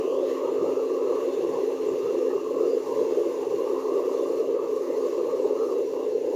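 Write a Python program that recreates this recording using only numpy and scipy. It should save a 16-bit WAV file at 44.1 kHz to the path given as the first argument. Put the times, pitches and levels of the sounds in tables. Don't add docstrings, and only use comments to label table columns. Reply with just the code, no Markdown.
import sys
import numpy as np
from scipy import signal
from scipy.fft import rfft, irfft
from scipy.io import wavfile
from scipy.ndimage import uniform_filter1d

SR = 44100
rng = np.random.default_rng(int(sys.argv[2]) if len(sys.argv) > 2 else 0)


def transcribe(signal):
    frames = np.atleast_2d(signal).T
    limited = np.clip(frames, -1, 1)
    pcm = np.round(limited * 32767).astype(np.int16)
    wavfile.write(sys.argv[1], SR, pcm)


N = 280079
T = np.arange(N) / SR
HZ = np.fft.rfftfreq(N, 1 / SR)

# [Hz, dB per Hz]
RUSH_SPECTRUM = [(600, -32), (1200, 0), (1480, -1.5), (1750, 0.5), (2100, 0), (2430, -2), (2790, 0),
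                 (3150, -5), (3700, -4), (5000, -55)]
# [Hz, dB per Hz]
HISS_SPECTRUM = [(2000, -31), (3000, -37), (3550, -7), (4000, 2), (4600, 3), (5200, 0.5), (5700, 4),
                 (6400, 5), (7100, 3), (7500, -1.5), (7850, -11.5), (9000, -45)]
# [Hz, dB per Hz]
FIZZ_SPECTRUM = [(5000, -30), (8000, -6), (8700, -2), (9400, 0), (10500, -1), (11700, 1.5), (12500, 0),
                 (13100, 0), (14000, -1.5), (15500, -1)]
# [s, dB]
RUSH_LEVEL = [(0, -55), (.13, -63), (.3, -53.5), (.7, -57), (1.2, -54.5), (2.3, -56), (2.6, -58),
              (3, -54.5), (4.55, -57.5), (5.25, -56.5), (5.8, -58.5), (6.35, -57.5)]
# [s, dB]
HISS_LEVEL = [(0, -58), (.2, -59), (.32, -56.5), (.45, -59), (1.2, -57.5), (2.25, -57), (2.55, -58.5),
              (2.9, -55.5), (3.45, -57), (4.4, -56.5), (4.57, -61.5), (4.76, -55.5), (5.48, -58.5),
              (5.7, -57), (6.22, -59.5), (6.35, -58)]
# [s, Hz, dB, s]
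WHISTLES = [(0.316, 6600, -57.5, 0.049), (.29, 3200, -61, .1), (.3, 4100, -61, .07),
            (0.335, 1970, -57, 0.21), (1.353, 3590, -59.5, 0.17), (1.894, 7300, -63, 0.082),
            (2.303, 1780, -54, 0.082), (2.729, 4840, -57, .12), (4.219, 3580, -59, 0.11),
            (4.9, 1906, -56.5, 0.18)]
# [s, Hz, dB]
CLIMB = [(0, 2740, -58), (.11, 2820, -52.5), (.17, 3200, -57), (.3, 3840, -63), (.42, 4100, -75)]
# [-, dB before the blower's swell]
BLADE_ORDERS = [(1, -43.5), (3, -60.5), (6, -74), (10, -67), (11, -73), (20, -81), (30, -96)]
# [Hz, dB before the blower's swell]
WHINE_TONES = [(134, -70), (1039, -60), (1387, -84), (1441, -76), (2780, -68), (2798, -67.5), (3278, -78.5),
               (3817, -78), (4160, -69), (4758, -77), (4856, -80), (6659, -79), (6826, -78), (7091, -75.5)]
# [s, dB; halved for the tones, doubled for the ring]
BLOWER_SWELL = [(0, 1), (2.3, 2), (3.2, -2.5), (4.3, -1.5), (5, -5), (6.35, -2)]
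# [Hz, dB per Hz]
RUMBLE_SPECTRUM = [(20, -29), (48, -28), (65, -14), (85, -8), (105, -2), (135, -0.5), (200, 4), (300, -7.5),
                   (700, -11), (2000, -54)]
# [Hz, dB per Hz]
ROAR_SPECTRUM = [(150, -58), (215, -35), (250, -25.5), (280, -17.5), (322, -15.5), (336, -5.5), (385, -3),
                 (428, 1), (505, -4.5), (570, -10.5), (640, -23.5), (740, -33.5), (900, -36), (1300, -59)]
# [Hz, dB per Hz]
UPPER_SPECTRUM = [(-500, -4), (-320, -8), (-200, -1), (-100, 1), (6, 6), (61, 6.5), (182, -1.5),
                  (249, -7.5), (379, -26.5), (598, -56)]
# [s, Hz, dB]
UPPER_DRIFT = [(0, 1002, -43.5), (.45, 1084, -45), (1.2, 1059, -44), (1.55, 975, -44.5), (1.75, 1027, -45),
               (2.63, 1056, -43), (2.74, 1028, -53), (2.87, 1020, -41), (3.35, 987, -45),
               (3.85, 1040, -39.5), (4.5, 1068, -46.5), (4.6, 1086, -46), (5.42, 1009, -44.5),
               (5.75, 1084, -41.5), (5.84, 985, -51.5), (6.02, 975, -42.5), (6.17, 855, -57),
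               (6.35, 820, -40)]
# [s, dB, s at half height]
SURGES = [(.37, -3.5, 0.064), (.76, 2, 0.11), (1.11, 3.5, 0.039), (1.54, -1, 0.11), (1.68, 2, 0.048),
          (1.77, -4.5, 0.067), (2.27, 1.5, 0.14), (2.43, -4.5, 0.1), (2.7, 3.5, 0.16), (2.84, -5, 0.082),
          (2.99, 4, 0.057), (3.2, 5, 0.044), (3.37, -2.5, 0.15), (3.83, -4, 0.064), (3.98, 3.5, 0.08),
          (4.85, -3.5, 0.074), (5.45, 3, 0.13), (5.63, 2.5, .06), (5.94, -3.5, 0.12)]
# [s, dB, s at half height]
FLARES = [(.44, 5, 0.13), (.67, 4.5, 0.092), (1.18, 5, 0.11), (1.55, 6, .08), (2.38, 2.5, .12),
          (4.61, 5, 0.079), (5.24, 3.5, 0.17)]
# [s, dB, s at half height]
PUFFS = [(.65, 8.5, .14), (1.42, 7, .08), (1.53, 12.5, .1), (1.92, 9, 0.078), (2.08, 8, 0.11),
         (3.0, 11, 0.13), (3.57, 7, .08)]

BLADE_HZ = 267.95
EDGE_HZ = 15560
ROAR_DB, RUMBLE_DB = -25.5, -59.5
ROAR_FLUTTER_DB, ROAR_FLUTTER_HZ = 0.76, 11
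UPPER_FLUTTER_DB, UPPER_FLUTTER_HZ = 1.5, 11.6
RUMBLE_FLUTTER_DB, RUMBLE_FLUTTER_HZ = 1.7, 9.1
UPPER_SWAY_HZ, UPPER_SWAY_RATE_HZ = 11, 4
FIZZ_DB, FIZZ_FOLLOW = -7, 1.06
WHISTLE_RISE_HZ_PER_S = 1220
FAINT_LOW_HZ, FAINT_HIGH_HZ, FAINT_DB, FAINT_HALF_S = 3400, 7900, -66, .11


def gain_of(db):
    return 10 ** (np.asarray(db) / 20)


def evened(x):
    return x / np.sqrt(np.mean(abs(x) ** 2) + 1e-20)


def curves(rows):
    s, *columns = np.transpose(rows)
    return [np.interp(T, s, c) for c in columns]


def swells(rows):
    total_db = 0
    for middle_s, db, length_s in rows:
        phase = np.clip((T - middle_s) / length_s, -1, 1)
        total_db = total_db + db * np.cos(np.pi / 2 * phase) ** 2
    return total_db


def noise(spectrum):
    hz, db = np.transpose(spectrum)
    shape_db = np.interp(np.log(HZ + 1), np.log(hz), db, right=-90)
    return evened(irfft(rfft(rng.standard_normal(N)) * gain_of(shape_db), N))


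def wander(rate_hz):
    return evened(irfft(rfft(rng.standard_normal(N)) * np.exp(-(HZ / rate_hz) ** 2), N))


def steadied(x, seconds):
    size = max(int(seconds * SR), 8)
    power = uniform_filter1d(uniform_filter1d(x ** 2, size), size)
    return x / np.sqrt(power + 1e-12)


def narrow(hz, width_hz):
    carrier = np.exp(2j * np.pi * np.cumsum(hz * np.ones(N)) / SR)
    return evened(((wander(width_hz) + 1j * wander(width_hz)) * carrier).real)


def eddies(x, patchy_db, patch_hz, patch_s):
    hz, t, z = signal.stft(x, SR, nperseg=1024, noverlap=768)
    across = np.fft.fftfreq(len(hz), hz[1])[:, None]
    along = np.fft.fftfreq(len(t), t[1])
    smooth = np.exp(-(across * patch_hz) ** 2 - (along * patch_s) ** 2)
    patches = evened(np.fft.ifft2(np.fft.fft2(rng.standard_normal(z.shape)) * smooth).real)
    lifted = z * gain_of(patchy_db * patches)
    return evened(signal.istft(lifted, SR, nperseg=1024, noverlap=768)[1][:N])


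def workshop(x, wet_db, t60):
    t = T[:SR // 3]
    tail = rng.standard_normal(len(t)) * gain_of(-60 * t / t60) * (t > .004)
    reflections = irfft(rfft(x) * rfft(tail / np.linalg.norm(tail), N), N)
    return x + gain_of(wet_db) * reflections


def draught():
    (rush_db,), (hiss_db,) = curves(RUSH_LEVEL), curves(HISS_LEVEL)
    mean_db = hiss_db.mean()
    fizz_db = FIZZ_DB + mean_db + FIZZ_FOLLOW * (hiss_db - mean_db)
    rush = gain_of(rush_db) * eddies(noise(RUSH_SPECTRUM), patchy_db=1.0, patch_hz=400, patch_s=0.042)
    hiss = gain_of(hiss_db) * eddies(noise(HISS_SPECTRUM), patchy_db=1.44, patch_hz=500, patch_s=0.076)
    fizz = gain_of(fizz_db) * eddies(noise(FIZZ_SPECTRUM), patchy_db=1.6, patch_hz=700, patch_s=0.1)
    flicker_db = 0.63 * wander(32) + .5 * wander(4.3)
    return workshop(gain_of(flicker_db) * (rush + hiss + fizz), wet_db=-11.5, t60=0.17)


def whistles(width_hz=110, climb_width_hz=380, count=8):
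    out = np.zeros(N)
    faint = []
    for when, pitch in rng.random((count, 2)):
        hz = np.interp(pitch, (0, 1), (FAINT_LOW_HZ, FAINT_HIGH_HZ))
        faint.append((when * T[-1], hz, FAINT_DB, FAINT_HALF_S))
    for middle_s, hz, db, half_s in WHISTLES + faint:
        near = abs(T - middle_s) < half_s
        t = T[near] - middle_s
        lines_hz = hz + width_hz * rng.standard_normal((24, 1))
        turns = lines_hz * t + WHISTLE_RISE_HZ_PER_S * t ** 2 / 2 + rng.random((24, 1))
        breath = evened(np.cos(2 * np.pi * turns).sum(0))
        out[near] += gain_of(db) * breath * np.cos(np.pi / 2 * t / half_s) ** 4
    climb_hz, climb_db = curves(CLIMB)
    return out + gain_of(climb_db) * narrow(climb_hz, climb_width_hz)


def blower(drift_hz=0.14, waver=0.22, waver_hz=7, whine_width_hz=5,
           housing_hz=2730, housing_width_hz=170, housing_db=-67):
    turns = np.cumsum(BLADE_HZ + drift_hz * wander(4.0)) / SR
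    hum = np.zeros(N)
    for multiple, db in BLADE_ORDERS:
        level = gain_of(db) * np.sqrt(2) * (1 + waver * wander(waver_hz))
        hum += level * np.sin(2 * np.pi * (round(multiple) * turns + rng.random()))
    shimmer = wander(whine_width_hz) + 1j * wander(whine_width_hz)
    whine = np.zeros(N)
    for hz, db in WHINE_TONES:
        shifted = np.roll(shimmer, rng.integers(N))
        whine += gain_of(db) * (shifted * np.exp(2j * np.pi * hz * T)).real
    housing = gain_of(housing_db) * narrow(housing_hz, housing_width_hz)
    swell_db, = curves(BLOWER_SWELL)
    return gain_of(swell_db / 2) * (hum + whine) + gain_of(2 * swell_db) * housing


def upper_resonance(centre_hz):
    offset_hz, db = np.transpose(UPPER_SPECTRUM)
    shape_db = np.interp(np.fft.fftfreq(N, 1 / SR), offset_hz, db, left=-100, right=-100)
    band = np.fft.ifft(np.fft.fft(rng.standard_normal(N)) * gain_of(shape_db))
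    return (band * np.exp(2j * np.pi * np.cumsum(centre_hz) / SR)).real


def flame():
    centre_hz, drift_db = curves(UPPER_DRIFT)
    centre_hz = centre_hz + UPPER_SWAY_HZ * wander(UPPER_SWAY_RATE_HZ)
    roar_db = ROAR_DB + swells(SURGES) + ROAR_FLUTTER_DB * wander(ROAR_FLUTTER_HZ)
    upper_db = drift_db + swells(FLARES) + UPPER_FLUTTER_DB * wander(UPPER_FLUTTER_HZ)
    rumble_db = RUMBLE_DB + swells(PUFFS) + RUMBLE_FLUTTER_DB * wander(RUMBLE_FLUTTER_HZ)
    roar = eddies(noise(ROAR_SPECTRUM), patchy_db=2.0, patch_hz=119, patch_s=0.067)
    roar = steadied(roar, seconds=0.085)
    upper = eddies(upper_resonance(centre_hz), patchy_db=3.5, patch_hz=240, patch_s=0.075)
    upper = steadied(upper, seconds=0.05)
    rumble = steadied(noise(RUMBLE_SPECTRUM), seconds=.12)
    return gain_of(roar_db) * roar + gain_of(upper_db) * upper + gain_of(rumble_db) * rumble


def scene():
    return (draught() + whistles() + blower() + flame())[None]


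def record(dry):
    low_pass = signal.firwin(1023, EDGE_HZ, window=("kaiser", 9), fs=SR)
    return signal.oaconvolve(dry, low_pass[None], "same")


dry = scene()
out = record(dry)
transcribe(out)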